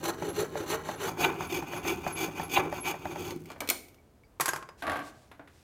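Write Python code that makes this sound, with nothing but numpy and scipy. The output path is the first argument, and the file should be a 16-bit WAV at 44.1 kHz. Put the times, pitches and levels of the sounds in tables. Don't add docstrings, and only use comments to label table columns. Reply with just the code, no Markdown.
import sys
import numpy as np
from scipy import signal
from scipy.fft import rfft, irfft
from scipy.io import wavfile
from scipy.ndimage import uniform_filter1d

SR = 44100
rng = np.random.default_rng(int(sys.argv[2]) if len(sys.argv) > 2 else 0)


def put_to_file(sound):
    columns = np.atleast_2d(sound).T
    safe = np.clip(columns, -1, 1)
    whole_steps = np.round(safe * 32767)
    wavfile.write(sys.argv[1], SR, whole_steps.astype(np.int16))


N = 248267
T = np.arange(N) / SR

# frequency in Hz, relative level in dB.
AIR_COLOUR = [(20, -22.5), (45, -2), (80, 3), (160, -6), (380, -9), (800, -16.5), (1700, -25.5),
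              (3500, -32), (8000, -35), (16000, -38)]
AIR_DB = -60

# start in seconds, length in seconds, then the drive in dB of the rasp of the teeth,
# the board, the blade ring and the frame shudder.
CUTS = [(0.023, 0.094, -39.0, -34.5, -46, -32.0), (0.329, 0.13, -41.0, -38.5, -46.5, -32.5),
        (0.66, 0.11, -39.0, -37, -46.5, -34.5), (0.971, 0.16, -42.5, -36.0, -44, -37),
        (1.169, 0.12, -38.0, -32, -38.5, -33.5), (1.483, 0.13, -41.0, -38, -37.0, -36.5),
        (1.826, 0.13, -40.5, -37, -36.5, -38), (2.149, 0.136, -40.0, -37.5, -37.5, -37.5),
        (2.487, 0.12, -37.0, -38.5, -36.5, -40), (2.823, 0.11, -39.5, -37, -35.5, -43),
        (3.146, 0.19, -47.5, -44.5, -48.0, -41.5)]
# start in seconds, length in seconds, drive in dB, frame drive in dB.
RETURNS = [(-0.048, 0.084, -56.5, -49), (0.167, 0.168, -51.5, -37.5), (0.499, 0.176, -51.5, -39.5),
           (0.819, 0.153, -51.0, -42.5), (1.349, 0.144, -50.5, -43), (1.656, 0.175, -50.0, -43),
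           (2.008, 0.139, -49.5, -45.0), (2.326, 0.152, -49.5, -43.5), (2.675, 0.155, -52.5, -43),
           (2.983, 0.214, -54.5, -44), (3.449, 0.1, -63.5, -60)]
# Rasp, board and blade on the way back, in dB relative to the drive of a return stroke.
RETURN_BALANCE_DB = (0, 7, -1)
RETURN_TWIST_DB = (0, 2, 6.5)
# power of the speed, growth over the stroke in dB,
# lingering share in dB, its t60 in seconds.
RESPONSE = [(1.05, 6, -12, .5), (0.77, 8, -3.5, .41), (0.87, -0.5, -7, 0.37), (1.14, 2.5, -3, 0.47)]
# time in seconds, then the
# drive in dB of blade, board and frame.
BITES = [(0.729, -36.5, -30.5, -42), (1.245, -25.5, -25, -28.5), (1.9, -35.5, -38, -27.5),
         (2.568, -24, -20, -26), (2.866, -33, -32.5, -50)]
BITE_WIDTH_S, BITE_LAG_S = 0.011, 0.0099
# place in the
# stroke from 0 to 1, width in seconds, depth in dB.
OUTRUN = (0.58, .012, -8)
FRAME_PUSH_DB = 4
# start in seconds, length in seconds,
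# drive in dB.
BACKING_OUT = (3.29, 0.12, -41.5)
BEND_S, BEND_TAKES_S = 1.06, 0.028

# frequency in Hz, relative level in dB.
RASP_STRAIGHT = [(1800, -25.5), (2850, -1.5), (3370, -10), (4100, -4.5), (4740, -9), (5150, -13.5),
                 (5900, -5), (7830, -9), (9900, -19.5), (11000, -7), (13300, -20), (14700, -11),
                 (15600, -23), (16200, -58)]
RASP_BEND = [(1800, -30.5), (2800, -7.5), (3650, -5.5), (5150, -12), (5800, -12), (6430, 0), (7400, -13.5),
             (8500, -12), (9690, -15.5), (11700, -13), (12900, -16), (14500, -10), (15600, -15.5),
             (16200, -47.5)]
# frequency in Hz, width of a single pass in Hz, relative level in dB.
BODY_STRAIGHT = [(305.3, 13, -2), (362, 55, -1), (430.6, 23, 2), (486.5, 66, -8), (624, 76, -1.5),
                 (697, 63, -6), (820, 83, -2.5), (858, 83, -6), (1049, 55, -1), (1143, 130, -5),
                 (1286, 130, -4.5), (1414, 28, -4), (1607, 230, -7.5), (1822, 140, -11), (2250, 130, -13.5),
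                 (2423, 140, -17), (2905, 210, -15), (3674, 200, -14.5)]
BODY_BEND = [(290.5, 10, 4.5), (352, 82.5, 5), (438.8, 17, -5.5), (570.4, 23, -4), (739, 51, -3),
             (788, 80, 0), (894, 33, -0.5), (1030, 63, -2.5), (1143, 121, -6), (1340, 123, -6.5),
             (1480, 91, -6.5), (1620, 110, -14), (2090, 280, -14), (2333, 72, -1), (2478, 120, -2),
             (2600, 54, -9.5), (2780, 61, -9), (2940, 68, -12.5), (3234, 270, -19.5), (3624, 130, -16)]
# frequency in Hz, relative level in dB.
BENCH_COLOUR = [(30, -23), (55, -4.5), (100, 5.5), (135, -4.5), (158, 10.5), (185, 2), (225, -3), (270, 7),
                (400, -32)]

# time in seconds, peak in dB.
CATCHES = [(.04, -35), (.223, -22.5), (.555, -23), (.889, -23.5), (1.081, -27), (1.173, -29.5),
           (1.407, -21), (1.624, -27), (1.734, -24), (1.851, -27.5), (2.065, -20), (2.283, -29),
           (2.397, -21.5), (2.726, -22.5), (2.941, -30), (3.055, -22), (3.159, -28)]
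# frequency in Hz, relative level in dB.
CATCH_COLOUR = [(70, -31.5), (160, 10), (250, -7), (350, -12.5), (470, -18), (580, 8), (670, -5), (810, 9),
                (1050, -7.5), (1300, -15.5), (1900, -10.5), (3000, -34), (6000, -36.5), (16000, -59)]

# time in seconds, approximate peak in dB,
# treble gain in dB.
CLICKS = [(.04, -34, 10), (3.307, -30.5, -16), (3.457, -40.5, -8), (3.502, -37, -23), (3.517, -37.5, -21.5),
          (3.605, -22.5, -3.5), (3.675, -30, -3.5), (3.689, -15.5, -4), (3.7005, -10.5, 6.5),
          (3.884, -45, -2), (3.944, -50.5, -6), (4.235, -68, -8)]
# frequency in Hz, relative level in dB.
CLICK_COLOUR = [(120, -56.5), (200, -8), (382, 6), (689, -23.5), (1390, -6.5), (1730, -20.5), (2250, 7),
                (2650, -9), (2960, -6), (7600, -8.5), (8970, -8.5), (12300, -11), (14500, -2), (16500, -31)]
# frequency in Hz, relative level in dB, undamped t60 in seconds.
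CLICK_MODES = [(356, 5, 0.25), (935, -3, 0.52), (1470, -7.5, 0.38), (2350, -4, 0.34), (2950, -1, 0.72),
               (3315, -3, 0.24), (4240, 3, 0.32), (4970, -11.5, 0.29), (6099, -8, 0.65), (7058, -23, 0.24),
               (8930, 1, 0.35), (10380, -29.5, 0.36), (10710, -11.5, 0.21), (10800, -21.5, 0.91),
               (11680, -5, 0.11), (12870, -34.5, 0.45), (13400, -22.5, 0.29), (14610, -20.5, 0.74),
               (14770, -12.5, 0.15), (15430, -23, 0.15)]
LONGEST_RING_S = .24

# time in seconds, level in dB, seconds until it is let go.
SQUEAKS = [(.286, -47, .025), (.957, -56, .012), (1.469, -52, .008), (1.764, -51, .02), (2.125, -40, .025),
           (2.433, -46, .022), (2.806, -41, .02)]
SQUEAK_HZ = 11065

# time in seconds, approximate peak in dB, treble gain in dB.
KNOCKS = [(3.503, -32, 2), (3.561, -37.5, -13), (3.606, -28.5, -21), (3.619, -27, -16), (3.708, -24, -7),
          (4.8228, -25.5, 22), (4.868, -24.5, 15), (4.878, -20.5, -14), (4.897, -19, 10), (4.918, -25, 24),
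          (4.959, -24.5, 6), (4.992, -27.5, 15), (5.315, -37, 13), (5.395, -35, -45), (5.475, -43.5, 23)]
# frequency in Hz, relative level in dB.
BENCH_TOP_COLOUR = [(47, -14.5), (80, -1), (208, -6), (277, 9.5), (386, -5), (657, 6.5), (1370, -3.5),
                    (1490, 1), (1860, -5.5), (4050, -20.5), (5400, -29), (8990, -33.5), (9610, -35),
                    (10700, -25.5), (16000, -45)]

# time in seconds, frequency in Hz, peak in dB,
# t60 in seconds.
PINGS = [(3.606, 2280, -40, 0.14), (3.701, 9150, -36.5, 0.26), (3.985, 2280, -60, 0.095),
         (4.236, 2250, -54.5, 0.046), (4.245, 4750, -69, .1), (4.4, 1144, -26, .081),
         (4.489, 1597, -20.5, 0.055), (4.49, 6670, -26.5, 0.051), (4.534, 5030, -36, 0.041),
         (4.69, 4980, -49, 0.04)]

# time in seconds, approximate peak in dB, treble gain in dB.
BOUNCES = [(4.3988, -16, -4), (4.408, -14, 17.5), (4.412, -20, 4), (4.458, -15.5, 24), (4.481, -17.5, 5),
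           (4.489, -18, 7), (4.534, -19, -3.5), (4.561, -24, -1), (4.626, -30.5, -26), (4.689, -33.5, -23)]
# frequency in Hz, relative level in dB.
BOUNCE_COLOUR = [(88, -31), (150, 4.5), (218, -27.5), (349, 1), (549, -9), (1050, 0), (1330, -3.5),
                 (1560, -5), (3630, -20.5), (5070, -20.5), (8290, -17), (9510, -28.5), (10900, -14),
                 (15600, -34), (16500, -44)]
# frequency in Hz, relative level in dB, undamped t60 in seconds.
BOUNCE_MODES = [(1072, 19.5, 1.2), (1134, 10, 0.99), (1640, 5, 0.19), (4247, -27, 1.1), (4690, 6.5, 0.13),
                (5000, -10, 0.47), (5500, -14, 0.21), (6078, -17, 0.31), (6578, -8, 0.36),
                (7187, -17, 0.41), (7530, -9, 0.27), (8250, -18, 0.38), (9249, -21, 0.34),
                (10090, -21, 0.36), (10470, -16, 0.21), (11060, -8.5, 0.16), (11500, -18, 0.23),
                (12440, -22, 0.38), (13040, -19, 0.3), (13440, -22, 0.3)]

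# start in seconds, length in seconds,
# level in dB.
BRUSHES = [(4.772, 0.066, -58.5), (5.011, .11, -55.5), (5.05, 0.28, -66.5), (5.476, 0.22, -67)]

SLIDE_S, SLIDE_DB = 4.82, -34
SLIDE_RISE_S, SLIDE_HOLD_S, SLIDE_T60_S = 0.053, 0.14, 0.41

TOP_HZ = 16300


def amp(db):
    return 10 ** (np.asarray(db) / 20)


def unit(x):
    return x / np.sqrt(np.mean(x ** 2))


def fade(t, t60):
    return np.exp(-np.log(1000) * t / t60)


def add(out, s, sound):
    i = int(s * SR)
    out[i:i + len(sound)] += sound[:N - i]


def colour(x, points, size=4096):
    hz, db = np.transpose(points)
    f = np.maximum(np.fft.rfftfreq(size, 1 / SR), 1)
    cepstrum = irfft(np.log(amp(np.interp(np.log(f), np.log(hz), db))))
    cepstrum[1:size // 2] *= 2
    cepstrum[size // 2 + 1:] = 0
    response = irfft(np.exp(rfft(cepstrum)))
    return signal.fftconvolve(x, response)[:len(x)]


def band(x, lo_hz, hi_hz, order=2):
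    return signal.sosfilt(signal.butter(order, [lo_hz, hi_hz], "band", fs=SR, output="sos"), x)


def resonate(x, peaks):
    out = 0
    for hz, width, db in peaks:
        section = np.concatenate(signal.iirpeak(hz, hz / width, SR))
        out = out + amp(db) * signal.sosfilt([section] * 2, x)
    return out


def waver(rate):
    k = int(SR / rate)
    values = np.repeat(rng.standard_normal(N // 8), 8)
    steps = values[np.arange(N) // k * 8]
    return unit(uniform_filter1d(steps, k))


def grains(rate, spread_db):
    happens = rng.random(N) < rate / SR
    sign = rng.choice([-1, 1], N)
    size = amp(spread_db * np.minimum(rng.exponential(size=N), 4))
    return unit(happens * sign * size)


def steady(x, size, give=0.39):
    swell = np.sqrt(abs(uniform_filter1d(x ** 2, size)))
    return unit(x / (swell + give * x.std()))


def spread(x, tail, db):
    return amp(db) * signal.fftconvolve(x, tail / np.sqrt(np.sum(tail ** 2)))[:N]


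def scatter(x, share_db, t60):
    t = T[:SR // 8]
    return x + spread(x, rng.standard_normal(len(t)) * fade(t, t60), share_db)


def glide(x, stretch):
    return np.interp(np.cumsum(stretch) / SR, T, x)


def arch(start, length, power=1, growth_db=0):
    u = np.clip((T - start) / length, 0, 1)
    speed = np.maximum(np.sin(np.pi * u), 0)
    return speed ** power * amp(growth_db * (u - .5)) * (u > 0) * (u < 1)


def bell(s, width):
    return np.exp(-.5 * ((T - s) / width) ** 2)


def still_air():
    return amp(AIR_DB) * unit(colour(rng.standard_normal(N), AIR_COLOUR)) * amp(0.38 * waver(15))


def twist(t):
    return np.clip((t - BEND_S) / BEND_TAKES_S, 0, 1)


def linger(gain, share_db, t60):
    keep = fade(1 / SR, t60) ** 2
    held = signal.lfilter([1 - keep], [1, -keep], gain ** 2)
    return np.sqrt(gain ** 2 + amp(share_db) ** 2 * held)


def effort():
    strokes = list(CUTS)
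    for start, length, db, frame_db in RETURNS:
        levels = db + np.array(RETURN_BALANCE_DB) + twist(start) * np.array(RETURN_TWIST_DB)
        strokes.append((start, length, *levels, frame_db))
    drives = []
    for k, (power, growth_db, _, _) in enumerate(RESPONSE):
        drives.append(sum(amp(levels[k]) * arch(start, length, power, growth_db)
                          for start, length, *levels in strokes))
    rasp, board, blade, frame = drives
    place, width, depth_db = OUTRUN
    for start, length, *_ in CUTS:
        dip = depth_db * bell(start + place * length, width)
        frame = frame * amp(FRAME_PUSH_DB * arch(start, length) + dip)
    start, length, db = BACKING_OUT
    frame = frame + amp(db) * arch(start, length)
    for s, blade_db, board_db, frame_db in BITES:
        blade = np.hypot(blade, amp(blade_db) * bell(s, BITE_WIDTH_S))
        board = np.hypot(board, amp(board_db) * bell(s + BITE_LAG_S, BITE_WIDTH_S))
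        frame = np.hypot(frame, amp(frame_db) * bell(s + 2 * BITE_LAG_S, BITE_WIDTH_S))
    return [linger(drive, share_db, t60)
            for drive, (_, _, share_db, t60) in zip((rasp, board, blade, frame), RESPONSE)]


def teeth(rate, jitter, scatter_db, chip):
    phase = np.cumsum(rate * np.exp(jitter * waver(500))) / SR
    tooth = phase.astype(int)
    size = amp(scatter_db * rng.standard_normal(N))[tooth]
    blows = np.diff(tooth, prepend=0) * size / np.sqrt(rate)
    tearing = grains(14000, 2.35) * size * np.exp(-(phase % 1) / chip)
    return unit(blows), unit(tearing)


def torn_fibres(tearing, hiss, effort_share, bright=.1, bright_db=3):
    fibres = colour(scatter(tearing, share_db=1, t60=0.024), hiss)
    fibres = fibres / band(fibres, 3500, 10500).std()
    top = signal.sosfiltfilt(signal.butter(4, 10500, "high", fs=SR, output="sos"), fibres)
    return fibres + top * (amp(bright_db) * effort_share ** bright - 1)


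def bench_rumble(frame, bend):
    load = unit(uniform_filter1d(np.sqrt(frame), size=4000))
    return amp(-49 + 2 * bend) * load * steady(colour(grains(900, 5.3), BENCH_COLOUR), size=3000)


def sawing():
    rasp, board, blade, frame = effort()
    effort_share = rasp / rasp.max()
    speed = np.clip(effort_share ** .4, .15, 1)
    blows, tearing = teeth(1000 * speed, jitter=.14, scatter_db=1.0, chip=0.47)
    force = 0.4 * blows + tearing
    starts = [cut[0] for cut in CUTS]
    stroke = np.interp(T, starts, np.arange(len(starts)))
    travel = -np.cos(2 * np.pi * stroke) * (T < starts[-1])
    chatter = amp(1.97 * waver(110))
    lumps = unit(amp(3.5 * waver(45)))
    bend = twist(T)
    straight_cut = (1 - bend, RASP_STRAIGHT, BODY_STRAIGHT, 0.0837)
    bend_cut = (bend, RASP_BEND, BODY_BEND, 0.016)
    out = np.zeros(N)
    for share, hiss, body, retune in (straight_cut, bend_cut):
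        fibres = torn_fibres(tearing, hiss, effort_share)
        ringing = glide(resonate(force, body), 1 + 0.3065 * retune * travel)
        board_ring = steady(band(ringing, 513, 1880, order=3), size=700)
        blade_ring = steady(band(ringing, 2080, 3540, order=3), size=700)
        shudder = glide(resonate(grains(1500, 1.0), body), 1 + retune * travel)
        shudder = band(steady(band(shudder, 293.6, 535, order=4), size=700), 270, 620)
        out += share * chatter * amp(-1) * rasp * fibres
        out += share * chatter * amp(-2) * board * board_ring
        out += share * chatter * amp(-0.5) * blade * blade_ring
        out += share * lumps * amp(0.5) * frame * shudder
    crunch = unit(band(force, 2650, 4060, order=3))
    out += amp(-7) * blade * (blade / blade.max()) ** 0.95 * crunch
    return out + bench_rumble(frame, bend)


def catches(snap_t60=0.0095, rattle_db=-5, rattle_t60=0.079):
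    out, t = np.zeros(N), T[:SR // 6]
    for s, db in CATCHES:
        rattle = steady(colour(rng.standard_normal(len(t)), CATCH_COLOUR), size=130)
        decay = fade(t, snap_t60) + amp(rattle_db) * fade(t, rattle_t60)
        jolt = rattle * decay * np.minimum(t * 2000, 1)
        add(out, s, amp(db) * jolt / abs(jolt).max())
    return out


def strikes(rows, points, modes, crack_t60, body_t60, body_db, ring_db, treble_hz, split=0.0072):
    out, t = np.zeros(N), T[:SR // 2]
    onset = SR // 250
    crest = 2 * np.sqrt(2)
    for s, db, treble_db in rows:
        noise = steady(colour(rng.standard_normal(len(t)), points), size=180)
        crack = noise * (fade(t, crack_t60) + amp(body_db) * fade(t, body_t60))
        ring = 0
        for hz, level, t60 in modes:
            decay = amp(level) * fade(t, min(t60, LONGEST_RING_S))
            for detune in (0, split * rng.standard_normal()):
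                ring = ring + decay * np.sin(2 * np.pi * (hz * (1 + detune) * t + rng.random()))
        hit = crack / crack[:onset].std() + amp(ring_db) * ring
        dull = signal.sosfilt(signal.butter(1, treble_hz, fs=SR, output="sos"), hit)
        hit = dull + amp(treble_db) * (hit - dull)
        add(out, s, amp(db) * hit / (crest * hit[:onset].std()))
    return out


def clicks():
    return strikes(CLICKS, CLICK_COLOUR, CLICK_MODES, crack_t60=0.034, body_t60=0.41,
                   body_db=-21.0, ring_db=-25.5, treble_hz=3900)


def squeaks(t60=0.11, rise=0.0024, wobble=0.002):
    loudness = np.zeros(N)
    for s, db, held in SQUEAKS:
        add(loudness, s, amp(db) * np.minimum(T / rise, 1) * fade(np.maximum(T - held, 0), t60))
    hz = SQUEAK_HZ * (1 + wobble * waver(150))
    note = unit(np.sin(2 * np.pi * np.cumsum(hz) / SR))
    return loudness * note * amp(1.18 * waver(120))


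def knocks():
    wood = [(hz, db, np.log(1000) / (np.pi * width)) for hz, width, db in BODY_STRAIGHT]
    return strikes(KNOCKS, BENCH_TOP_COLOUR, wood, crack_t60=0.022, body_t60=0.21,
                   body_db=-0.5, ring_db=-16.5, treble_hz=2540)


def pings():
    out, t = np.zeros(N), T[:SR // 2]
    for s, hz, db, t60 in PINGS:
        add(out, s, amp(db) * np.sin(2 * np.pi * hz * t) * fade(t, t60))
    return out


def bounces():
    return strikes(BOUNCES, BOUNCE_COLOUR, BOUNCE_MODES, crack_t60=0.029, body_t60=0.19,
                   body_db=-9.5, ring_db=-33.5, treble_hz=3430)


def brush():
    rub = sum(amp(db) * arch(start, length) for start, length, db in BRUSHES)
    skin = [(500, -5), (1500, 4.5), (4500, 1.5), (8000, -1), (12000, -7.5), (16000, -14.5)]  # (Hz, dB)
    return rub * unit(colour(grains(9000, 2.5), skin))


def skid():
    t = np.maximum(T - SLIDE_S, 0)
    rise = np.sqrt(np.minimum(t / SLIDE_RISE_S, 1))
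    return amp(SLIDE_DB) * rise * fade(np.maximum(t - SLIDE_HOLD_S, 0), SLIDE_T60_S)


def slide(ring_db=-2, grit_db=-17):
    slips = grains(1500, 1.8)
    frame = [(290, 35, -6), (690, 110, 10), (1124, 130, 16.5), (1550, 35, 17.5), (1620, 90, -16)]
    ring = resonate(slips, frame)
    grit = band(scatter(grains(175, 11.0), share_db=10, t60=0.025), 1500, 14000)
    scrape = unit(colour(slips, BENCH_TOP_COLOUR))
    return skid() * unit(scrape + amp(ring_db) * unit(ring) + amp(grit_db) * unit(grit))


def workshop(x, wet_db, gap=0.011):
    t = T[:SR]
    noise = rng.standard_normal(SR) * (t > gap)
    # low edge in Hz, high edge in Hz, t60 in seconds
    bands = [(48.4, 725, 0.72), (765, 2020, 0.41), (2920, 8100, 0.31), (7900, SR / 2 - 1, 0.17)]
    tail = sum(band(noise, lo, hi) * fade(t, t60) for lo, hi, t60 in bands)
    return spread(x, tail, wet_db)


def scene():
    air = still_air()
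    cut = sawing() + catches() + squeaks()
    tools = clicks() + knocks() + pings() + bounces() + brush() + slide()
    echo = workshop(cut, wet_db=-24.5) + workshop(tools, wet_db=-16)
    return (cut + tools + echo + air)[None]


def record(dry):
    return signal.sosfilt(signal.ellip(10, .2, 70, TOP_HZ, fs=SR, output="sos"), dry)


dry = scene()
out = record(dry)
put_to_file(out)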